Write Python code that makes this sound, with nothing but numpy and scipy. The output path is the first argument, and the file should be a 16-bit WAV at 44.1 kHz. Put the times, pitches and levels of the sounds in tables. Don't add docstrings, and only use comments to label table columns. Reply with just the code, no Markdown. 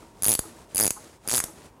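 import sys
import numpy as np
from scipy import signal
from scipy.fft import rfft, irfft
from scipy.io import wavfile
from scipy.ndimage import uniform_filter1d

SR = 44100
rng = np.random.default_rng(int(sys.argv[2]) if len(sys.argv) > 2 else 0)


def output_pcm(signal):
    pcm = np.clip(np.atleast_2d(signal).T, -1, 1) * 32767
    wavfile.write(sys.argv[1], SR, np.round(pcm).astype(np.int16))


N = 79380

# (frequency [Hz], level [dB])
HUM_COLOUR = [(24, -33), (40, 1.5), (124, -3.5), (215, -5), (455, -6), (663, -12.5), (965, -7),
              (1480, -21.5), (2910, -28), (3300, -35.5), (16000, -38)]
# (time [s], level [dB])
RUSTLE_FADER = [(0, -51), (.1, -55), (.14, -59.5), (.2, -54.5), (.4, -53), (.62, -51), (.67, -59),
                (0.722, -52.5), (.95, -55.5), (1.15, -49.5), (1.191, -61.5), (1.252, -49), (1.5, -51.5),
                (1.66, -51.5), (1.71, -62.5), (1.8, -67)]
# (frequency [Hz], level [dB])
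RUSTLE_TONE = [(35, -44), (60, -0.5), (636, -2), (803, -7.5), (946, -13), (1140, -9), (1280, -9.5),
               (2900, -15.5), (9350, -16), (16000, -32.5)]
# (time [s], level [dB], upper mode trim [dB])
KNOCK_CUES = [(.022, -48.5, -15.5), (0.433, -49, 14), (0.451, -45, -12), (0.548, -52.5, -11),
              (0.96, -47.5, 4.5), (0.97, -46, 2.5), (1.054, -50, -13.5), (1.251, -49, 1), (1.478, -46, -2),
              (1.495, -50.5, -13)]
# (frequency [Hz], level [dB], T60 [s])
KNOCK_MODES = [(247, -4, 0.1), (328.5, 1.5, .09), (426, -6, 0.042), (836, 1.5, 0.059), (1047, 0.5, 0.031),
               (1255, 4, 0.021), (1470, -8.5, 0.023)]
# (time [s], level [dB], pitch [Hz])
TICK_CUES = [(0.185, -63, 3250), (0.711, -55, 3100), (1.0445, -51, 6580), (1.2526, -57, 6260)]
# (time [s], level [dB], low ring trim [dB], mic thump trim [dB],
# handle trim [dB], mic thump swing-back [ms])
CLICK_CUES = [(0.2225, -21, -9, -13, -15.5, 8), (0.2336, -16, -9, -16, -24, 3.7),
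              (0.244, -16, -6.5, -26, -24, 1.2), (0.2536, -19, -1, -23, -24, 1.3),
              (0.2636, -14.5, -14.5, -8, -16, 1.4), (0.273, -16.5, -8, -14, -25, 2),
              (0.2822, -11, -7, -10.5, -34, 2.5), (0.2917, -11.5, -8, -8.5, -29, 1.5),
              (0.3005, -14.5, -12, -7, -21, 0.97), (0.3088, -14.5, -8.5, -8, -23, 1.5),
              (0.3177, -14.5, -4, -11, -31, 1.3), (0.3276, -18, -4, -6, -23, 0.83),
              (0.3383, -15, -5.5, -12.5, -24, 1.2), (0.3513, -17, -5, -8.5, -18, 1.5),
              (0.3917, -17, -4, -2, -22, 2.8), (0.7471, -21.5, -10, -8.5, -20, 5),
              (0.7583, -18, -14, -11.5, -16, 1.5), (0.769, -17.5, -5, -29, -16, 3.0),
              (0.7797, -17, -3, -15, -14, 2.6), (0.7895, -19, -3.5, -7.5, -15, 0.7),
              (0.7994, -16.5, -0.5, -3.5, -19, 0.69), (0.8088, -13.5, -8, -5, -15, 0.63),
              (0.8178, -18, -8, -7.5, -6, 1.3), (0.8273, -15.5, -13, -5.5, -9, 1.1),
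              (0.8364, -16, -3.5, -5, -19, 0.9), (0.8455, -17.5, -5, -4, -14, 1.0),
              (0.8552, -13.5, -12, -6, -18.5, 1.3), (0.8657, -21, 2, 0, -13, 1.1),
              (0.8777, -18, -3, -2.5, -19, 0.81), (0.9062, -19.5, 1, -4.5, -17.5, 1.7),
              (1.2758, -23.5, -6.5, -4.5, -13, 1.3), (1.2864, -24.5, -2.5, -5, -8, 1.3),
              (1.2958, -22, -1, -20, -22, 0.92), (1.305, -25.5, 2, -15.5, -13, 0.64),
              (1.3139, -24.5, 5, -6.5, -7, 1.5), (1.3223, -23.5, 3, -5.5, -12, 0.83),
              (1.3306, -22, 0, -1, -8, 1.1), (1.3385, -19, -1.5, 0, -18, 0.72),
              (1.3465, -22.5, 5, -3, -19, 1.2), (1.3543, -18.5, -4, -9, -12, 1.2),
              (1.3623, -17, -5.5, -12, -15, 1.2), (1.3703, -20, -2, -12, -13, 1.2),
              (1.3793, -17.5, -1, -11, -16.5, 4), (1.3894, -20, -3.5, -11.5, -21, 3),
              (1.4023, -21, 3, -13, -34, 3.6), (1.4395, -22.5, -2, -5, -23, 2.6)]
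# (frequency [Hz], level [dB], T60 [s])
HEAD_MODES = [(1404, -11.5, 0.001), (2484, -14, 0.0019), (3554, -13, 0.002), (4420, -17.5, 0.0044),
              (5686, -12, 0.0042), (6650, -4, 0.0055), (7640, -9.5, 0.012), (8484, -9.5, 0.01),
              (9540, -4, 0.00905), (10140, -6.5, 0.021), (10380, 3.5, 0.004), (12130, -7.5, 0.021),
              (12420, -17.5, 0.0032), (14120, -13, 0.002)]
# (frequency [Hz], T60 [s])
ROOM_DECAY = [(300, .25), (3000, 0.3), (7000, .35), (10000, 0.3), (12500, 0.31), (15000, .15)]
# (frequency [Hz], level [dB])
ROOM_TONE = [(300, -0.5), (3000, -2.5), (5000, -0.5), (7000, -0.5), (10000, 0), (12500, -2), (15000, -3.5)]

ATTACK_S, CONTACT_S = 0.0001, 0.00076


def undb(db):
    return 10 ** (np.asarray(db) / 20)


def coloured(x, points):
    hz, db = np.array(points).T
    f = np.arange(len(x) // 2 + 1) * SR / len(x) + 1
    y = irfft(rfft(x) * undb(np.interp(np.log(f), np.log(hz), db)), len(x))
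    return y / y.std()


def drift(rate_hz):
    hold = int(SR / rate_hz)
    steps = np.repeat(rng.standard_normal(N // hold + 1), hold)
    smooth = uniform_filter1d(uniform_filter1d(steps, hold), hold)[:N]
    return smooth / smooth.std()


def add(track, s, sound):
    i = int(s * SR)
    track[i:i + len(sound)] += sound[:N - i]


def strike(hz, db, t60, attack_s=ATTACK_S, contact_s=CONTACT_S, size=2000):
    hz, db, t60 = (np.repeat(v, 3) for v in (hz, db, t60))
    t = np.arange(size)[:, None] / SR
    scatter, detune, phase = rng.standard_normal((3, len(hz)))
    partials = undb(db + 2 * scatter) * np.sin(2 * np.pi * hz * (1 + 0.022 * detune) * t + np.pi * phase)
    attack = np.minimum(t / attack_s, 1)
    decay = np.exp(-np.log(1000) * np.maximum(t - contact_s, 0) / t60)
    ring = (partials * attack * decay).sum(axis=1)
    return ring / np.sqrt(np.mean(ring[:int(2 * contact_s * SR)] ** 2))


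def workshop_hum(air_db=-55, whine_db=-68, whine_hz=935):
    air = undb(air_db + 2 * drift(11.83)) * coloured(rng.standard_normal(N), HUM_COLOUR)
    whine = np.sqrt(2) * np.sin(2 * np.pi * whine_hz * np.arange(N) / SR)
    return air + undb(whine_db + 2 * drift(9.9)) * whine


def glove_and_thread():
    grain_db, flicker_db = drift(260), 2 * drift(20)
    friction = rng.standard_normal(N) * undb(grain_db + flicker_db)
    fader_db = np.interp(np.arange(N) / SR, *np.array(RUSTLE_FADER).T)
    return coloured(friction, RUSTLE_TONE) * undb(fader_db)


def slack_knocks(contact_s=0.0076, upper_hz=600):
    track = np.zeros(N)
    hz, mode_db, t60 = np.array(KNOCK_MODES).T
    for s, db, upper_db in KNOCK_CUES:
        voicing_db = mode_db + upper_db * (hz > upper_hz)
        knock = strike(hz, voicing_db, t60, attack_s=contact_s, contact_s=contact_s, size=6000)
        add(track, s, undb(db) * knock)
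    return track


def metal_ticks():
    track = np.zeros(N)
    for s, db, hz in TICK_CUES:
        add(track, s, undb(db) * strike(hz, db=0, t60=0.012, size=1000))
    return track


def pawl_clicks(split_hz=8500, bounce_s=0.003):
    track = np.zeros(N)
    modes = np.array(HEAD_MODES)
    is_high = modes[:, 0] > split_hz
    for s, db, low_db, _, handle_db, _ in CLICK_CUES:
        jitter, scatter = rng.standard_normal(2)
        snap = (s, db, low_db)
        bounce = (s + bounce_s + 0.0003 * jitter, db - 6 + 2 * scatter, low_db - 4)
        for hit_s, hit_db, low_trim_db in (snap, bounce):
            sparkle = strike(*modes[is_high].T)
            body = undb(low_trim_db) * strike(*modes[~is_high].T)
            add(track, hit_s, undb(hit_db) * (sparkle + body))
        handle = strike(hz=4866, db=0, t60=0.013, attack_s=CONTACT_S)
        add(track, s, undb(db + handle_db) * handle)
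    return track


def mic_overload_thumps(pulse_s=0.001, rebound=0.98, low_cut_hz=34.8):
    track = np.zeros(N)
    t = np.arange(1000) / SR
    pulse = -np.sin(np.pi * t / pulse_s)
    for s, db, _, thump_db, _, swing_ms in CLICK_CUES:
        swing_back = rebound * np.exp(-(t - pulse_s) / (swing_ms * 1e-3))
        add(track, s, undb(db + thump_db) * np.where(t < pulse_s, pulse, swing_back))
    return signal.sosfilt(signal.butter(2, low_cut_hz, "high", fs=SR, output="sos"), track)


def room(send, wet_db=-14, predelay_s=0.0025):
    f, t, noise = signal.stft(rng.standard_normal(SR // 2), SR, nperseg=256)
    t60 = np.interp(f, *np.array(ROOM_DECAY).T)[:, None]
    tone = undb(np.interp(f, *np.array(ROOM_TONE).T))[:, None]
    _, tail = signal.istft(noise * tone * np.exp(-np.log(1000) * t / t60), SR, nperseg=256)
    response = np.r_[np.zeros(int(predelay_s * SR)), tail / np.sqrt(np.sum(tail ** 2))]
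    return undb(wet_db) * signal.fftconvolve(send, response)[:N]


def scene():
    bed = workshop_hum() + glove_and_thread()
    hits = slack_knocks() + metal_ticks() + pawl_clicks()
    return (bed + hits + mic_overload_thumps() + room(hits))[None]


def record(dry):
    ceiling, top_hz = 0.55, 15900
    rounded = ceiling * np.tanh(dry / ceiling)
    return signal.sosfilt(signal.ellip(10, 0.2, 70, top_hz, fs=SR, output="sos"), rounded)


dry = scene()
out = record(dry)
output_pcm(out)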